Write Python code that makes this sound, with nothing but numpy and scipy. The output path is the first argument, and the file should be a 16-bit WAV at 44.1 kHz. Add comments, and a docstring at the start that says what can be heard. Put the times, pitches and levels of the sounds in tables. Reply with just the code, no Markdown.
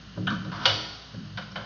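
"""A stiff cable is drawn back through a pipe and onto its reel in a hard-walled space.
Mains hum and hiss run throughout; from 0.2 s a pull rumbles (noise through the low pipe resonances),
with knocks on the metal frame (bursts of noise that ring it). At 0.5 s the cable scrapes along the frame
(many small clicks), up to the hardest knock at 0.65 s. After a lull a second pull rumbles from 1.15 s
with softer knocks. Knocks and scrape ring out in the space (decaying bands of noise)."""
import sys
import numpy as np
from scipy import signal
from scipy.fft import rfft, irfft, next_fast_len
from scipy.io import wavfile
from scipy.ndimage import uniform_filter1d

SR = 44100
rng = np.random.default_rng(int(sys.argv[2]) if len(sys.argv) > 2 else 0)


def unload_wav(signal):
    """Save mono or channel-first audio to the path in sys.argv[1] as 16-bit WAV at rate SR, clipped to [-1, 1]."""
    wavfile.write(
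        sys.argv[1],
        SR,
        np.round(np.clip(np.atleast_2d(signal).T, -1, 1) * 32767).astype(np.int16),
    )


N = 72765


def drag():
    """Rubbing keeps the pipe resonances sounding, as loud as the pull makes them."""
    # rumble through time: t/s, then level/dB of each of the five groups of resonances, lowest first
    pull_rows = [(0.0, -58, -57, -50, -62, -67), (0.036, -52, -58, -58, -57, -70),
                 (0.096, -60, -54, -50, -65, -68), (0.156, -54, -60, -53, -58, -66),
                 (0.182, -37, -45, -36, -42, -47), (0.206, -33, -39, -35, -38, -51),
                 (0.26, -43, -36, -33, -45, -52), (0.294, -37, -38, -38, -39, -50),
                 (0.32, -45, -41, -29, -40, -55), (0.348, -39, -36, -32, -42, -52),
                 (0.38, -45, -51, -36, -52, -58), (0.412, -43, -46, -35, -48, -60),
                 (0.444, -45, -50, -45, -48, -56), (0.482, -38, -41, -36, -42, -54),
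                 (0.518, -47, -40, -39, -50, -57), (0.56, -43, -45, -43, -55, -61),
                 (0.596, -45, -43, -48, -45, -55), (0.652, -50, -49, -47, -48, -51),
                 (0.68, -38, -41, -56, -48, -46), (0.698, -35, -48, -62, -47, -47),
                 (0.748, -36, -47, -48, -49, -48), (0.776, -41, -58, -50, -45, -50),
                 (0.882, -57, -52, -54, -55, -58), (0.96, -55, -60, -61, -58, -62),
                 (1.042, -62, -59, -66, -64, -63), (1.12, -60, -56, -59, -61, -67),
                 (1.148, -41, -48, -44, -52, -54), (1.176, -39, -45, -39, -45, -60),
                 (1.212, -55, -43, -39, -49, -61), (1.258, -45, -44, -46, -56, -63),
                 (1.3, -46, -47, -48, -58, -70), (1.336, -44, -45, -55, -59, -66),
                 (1.368, -37, -54, -45, -60, -69), (1.406, -57, -42, -42, -56, -63),
                 (1.446, -46, -49, -47, -59, -67), (1.498, -56, -46, -53, -68, -63),
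                 (1.544, -48, -53, -44, -58, -66), (1.58, -55, -44, -43, -58, -53),
                 (1.622, -45, -55, -47, -56, -62), (1.65, -50, -58, -52, -60, -60)]
    # how strongly each group is heard, added to the levels above: level/dB
    group_db = [0.1, 0.1, 0.35, -0.05, -0.2]
    # low resonances of the pipe in five groups, each row: f/Hz, width/Hz, level within the group/dB
    pipe_groups = [
        [(109.24, 15, 0)],
        [(149.7, 20, 0)],
        [(185.8, 18, -1), (203.7, 18, -2.5)],
        [(257.1, 22, -5), (310.2, 15, -5)],
        [(411.5, 104, 0)],
    ]
    smoothing_s = 0.009
    evenness = 0.85  # how steadily the rubbing drives the resonances, 0-1
    rumble = 0
    for k, group in enumerate(pipe_groups):
        pull = amp(curve(pull_rows, column=k + 1) + group_db[k])
        pull = uniform_filter1d(pull, size=int(smoothing_s * SR))
        tone = sum(amp(db) * driven(hz, width_hz) for hz, width_hz, db in group)
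        rumble = rumble + pull * even(tone, evenness)
    return rumble


def knocks():
    """Each blow is a bright crack and a rough judder that ring the frame; rows: heard near, sent to space."""
    # knocks on the frame: t/s, strength/dB, relative level/dB in each of the eleven bands of bands(),
    # frame ring against the blow itself/dB (before the bands are set), judder decay time/s
    knock_rows = [(0.172, -32, -5, -14.5, -15.5, -19, -17, -33, -34, -29.5, -36, -40, -31, -2, 0.02),
                  (0.27, -14.5, -32.5, -22, -25.5, -19.5, -9, -21, -13, -26, -34, -43, -35, -5.5, 0.027),
                  (0.301, -21.5, -21, -23, -22, -10.5, -10.5, -20.5, -23, -22.5, -22.5, -30, -27, -4, 0.038),
                  (0.448, -35.5, -8.5, -12.5, -15.5, -13.5, -19, -18.5, -28, -16.5, -20, -21, -30, -7.5, 0.025),
                  (0.516, -30, -17, -12.5, -9.5, -13.5, -14, -21.5, -20.5, -28, -19, -25, -35, -7, 0.024),
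                  (0.655, -5, -20.5, -20, -21.5, -22, -17, -15, -9.5, -17.5, -15, -22, -27.5, -6, 0.033),
                  (1.138, -42.5, -6, -24.5, -21, -27, -9, -17, -23, -22, -30, -15, -26, 3, 0.016),
                  (1.373, -25.5, -16.5, -15.5, -15.5, -20.5, -8, -12.5, -11.5, -19, -16.5, -23.5, -37, -4.5, 0.033),
                  (1.518, -42.5, -14, -14, -16, -16, -20, -21, -20.5, -30, -22, -4, -17, -5, 0.006),
                  (1.557, -22, -15.5, -13, -17, -21, -11.5, -16, -13, -21.5, -23, -34.5, -43, -16, 0.032)]
    crack_decay_s, crack_low_hz = 0.0052, 900
    judder_db, judder_rise_s = -8.5, 0.002
    lump_s, lump_db = 0.003, 3  # the judder comes in uneven lumps
    space_ring_db = -8  # less of the ring is sent into the space
    t = np.arange(SR // 2) / SR
    out = np.zeros((2, N + SR))
    crack_filter = signal.butter(2, crack_low_hz, "high", fs=SR)
    for start_s, strength_db, *band_db, ring_db, judder_s in knock_rows:
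        crack_noise, judder_noise, lump_noise = rng.standard_normal((3, len(t)))
        crack = np.exp(-t / crack_decay_s)
        judder = amp(judder_db) * (1 - np.exp(-t / judder_rise_s)) * np.exp(-t / judder_s)
        lumps = rms_one(uniform_filter1d(lump_noise, size=int(lump_s * SR)))
        judder = judder * amp(lump_db * lumps)
        force = signal.lfilter(*crack_filter, crack_noise * crack) + judder_noise * judder

        ring_gain = amp([[ring_db], [ring_db + space_ring_db]])
        blow = rms_one(force) + ring_gain * rms_one(frame(force))
        # bands() evens out the loudness, so the size of the envelope is put back here
        size = np.sqrt(np.mean((crack + judder) ** 2))
        i = int(start_s * SR)
        out[:, i:i + len(t)] += amp(strength_db) * size * bands(blow, band_db)
    return out[:, :N]


def frame(contact):
    """A contact force sets the frame modes ringing, each with a partly random strength."""
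    # frame modes: f/Hz, average level/dB, time to die away by 60 dB/s
    mode_rows = [(549, -3, .05), (755, -5, .04), (962, -5, .04), (1190, -4, .04), (1480, -3, .025),
                 (1630, -4, .035), (2790, -6, .04), (2940, 2, .06), (3070, -3, .03), (3330, -7, .03),
                 (3760, -5, .025), (4200, -6, .03), (4400, -7, .03), (4840, -10, .02)]
    spread_db = 3
    ring = 0
    for k, (hz, db, t60_s) in enumerate(mode_rows):
        width_hz = np.log(1000) / np.pi / t60_s
        strength = amp(db + spread_db * rng.standard_normal())
        # alternate signs; the root makes up for narrow modes taking in less of the force
        gain = (-1) ** k * strength * np.sqrt(SR / width_hz)
        ring = ring + gain * resonate(contact, hz, width_hz)
    return ring


def scrape():
    """The cable slides along the frame in uneven small clicks, with more treble towards the end."""
    # scrape through time: t/s, level of the lows before the overall gain/dB, treble against the lows/dB
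    scrape_rows = [(.517, -41, -13), (.55, -39, -11), (.6, -40, -8), (.654, -37, -4)]
    # colour of the scrape in the eleven bands of bands(): relative level/dB
    colour_db = [-11.5, -5.5, -1.5, -1, -0.5, -3.5, 1, -3.5, 0.5, -2.5, -12.5]
    clicks_per_s, overall_db, split_hz = 6000, 0.5, 2200
    happens = rng.random(N) < clicks_per_s / SR
    sizes = amp(3 * np.minimum(rng.exponential(1, N), 4))
    clicks = happens * sizes * rng.choice([-1, 1], N)
    body = bands(rms_one(clicks) + 0.043 * rms_one(frame(clicks)), colour_db)
    lows = signal.sosfilt(signal.butter(3, split_hz, fs=SR, output="sos"), body)
    treble = signal.sosfilt(signal.butter(3, split_hz, "high", fs=SR, output="sos"), body)
    slide = rms_one(lows) + rms_one(treble) * amp(curve(scrape_rows, column=2))
    t = np.arange(N) / SR
    sliding = (t > scrape_rows[0][0]) & (t < scrape_rows[-1][0])
    return slide * sliding * amp(curve(scrape_rows, column=1) + overall_db)


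def space(x):
    """Dense reflections: noise in third-octave bands, each dying away at its own rate."""
    # decay of the space: f/Hz, time to die away by 60 dB/s
    decay_rows = [(400, 0.95), (1000, 0.99), (2000, 0.83), (3300, 0.75), (4700, 1.23), (6000, 0.94)]
    space_db, rise_s = -4.5, 0.0019
    t = np.arange(SR) / SR
    edges_hz = 300 * 2 ** np.arange(0, 5, 1 / 3)
    tail = 0
    for low, high in zip(edges_hz, edges_hz[1:]):
        band_filter = signal.butter(2, [low, high], "band", fs=SR, output="sos")
        band = signal.sosfilt(band_filter, rng.standard_normal(SR))
        t60_s = at_hz(*np.transpose(decay_rows), np.sqrt(low * high))
        tail = tail + band * amp(-60 * t / t60_s)
    tail = tail * (1 - np.exp(-t / rise_s)) * np.sqrt(20 / SR)
    return amp(space_db) * signal.fftconvolve(x, tail)[:N]


def floor():
    """Wavering mains hum, made of noise in a narrow resonance, over steady coloured hiss."""
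    # colour of the hiss, only the shape counts: f/Hz, relative level per Hz/dB
    hiss_rows = [(56, -56), (95, 2.5), (179, -11), (387, -21), (642, -15), (888, -18.5), (1140, -13),
                 (1300, -14), (1370, -10), (2150, -20.5), (2480, -20.5), (3020, -10), (3310, -17.5),
                 (4570, -15.5), (5990, -23), (6680, -17), (7050, -37.5), (9160, -91), (15500, -120)]
    hiss_db, hum_db = -50, -55.5
    hum_hz, hum_width_hz = 58.3, 2.7
    hiss = rms_one(shape(rng.standard_normal(N), *np.transpose(hiss_rows)))
    hum = even(driven(hum_hz, hum_width_hz), 0.7)
    return amp(hiss_db) * hiss + amp(hum_db) * hum


def bands(x, band_db):
    """Sum of steep bands, each set to its own level and moved ahead by about the lag of its filter."""
    # edges of the eleven neighbouring bands: f/Hz
    edges_hz = [480, 650, 850, 1100, 1350, 1750, 2750, 3450, 4100, 4950, 5800, 7000]
    out = 0
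    for low, high, db in zip(edges_hz, edges_hz[1:], band_db):
        lag = int(0.5 * SR / (high - low))
        padded = np.concatenate([x, np.zeros(x.shape[:-1] + (lag,))], axis=-1)
        band_filter = signal.butter(4, [low, high], "band", fs=SR, output="sos")
        band = signal.sosfilt(band_filter, padded)[..., lag:]
        out = out + amp(db) * rms_one(band)
    return out


def driven(hz, width_hz):
    """Noise sent twice through a resonance, after one second to settle; rms 1."""
    noise = rng.standard_normal(N + SR)
    once = resonate(noise, hz, width_hz)
    return rms_one(resonate(once, hz, width_hz)[SR:])


def resonate(x, hz, width_hz):
    """Two-pole resonance: swings near one frequency pass best, with a gain of about 1 at the top."""
    r = np.exp(-np.pi * width_hz / SR)
    feedforward = [(1 - r * r) / 2, 0, (r * r - 1) / 2]
    feedback = [1, -2 * r * np.cos(2 * np.pi * hz / SR), r * r]
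    return signal.lfilter(feedforward, feedback, x + 1e-18)


def even(x, evenness):
    """Even out part of the swings in level (0 none, 1 all); rms 1."""
    envelope = np.abs(signal.hilbert(x, next_fast_len(N))[:N])
    return rms_one(x / (envelope + 1e-9) ** evenness)


def shape(x, hz_points, db):
    """Colour a signal by a spectrum in dB."""
    f = np.fft.rfftfreq(len(x), 1 / SR)
    return irfft(rfft(x) * amp(at_hz(hz_points, db, f + 1)), len(x))


def at_hz(hz_points, values, hz):
    """Read values between given frequencies, along a logarithmic scale as in pitch."""
    return np.interp(np.log(hz), np.log(hz_points), values)


def curve(rows, column):
    """Column of a table joined by straight lines in time."""
    rows = np.array(rows)
    return np.interp(np.arange(N) / SR, rows[:, 0], rows[:, column])


def amp(db):
    """Turn decibels into a factor."""
    return 10 ** (np.asarray(db) / 20)


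def rms_one(x):
    """Scale a signal to an rms (average strength) of 1."""
    return x / np.sqrt(np.mean(x ** 2) + 1e-20)


def scene():
    """Knocks, scrape and their echo, with the rumble of the drag, hum and hiss."""
    near, sent = knocks()
    slide = scrape()
    echo = space(sent + slide)
    return (near + slide + echo + drag() + floor())[None, :]


def record(dry):
    """The microphone rolls off at the top; then a steep cut."""
    mic_top_hz, cutoff_hz = 6000, 7300
    x = signal.sosfilt(signal.butter(3, mic_top_hz, fs=SR, output="sos"), dry)
    return signal.sosfilt(signal.cheby2(12, 50, cutoff_hz, fs=SR, output="sos"), x)


dry = scene()
out = record(dry)
unload_wav(out)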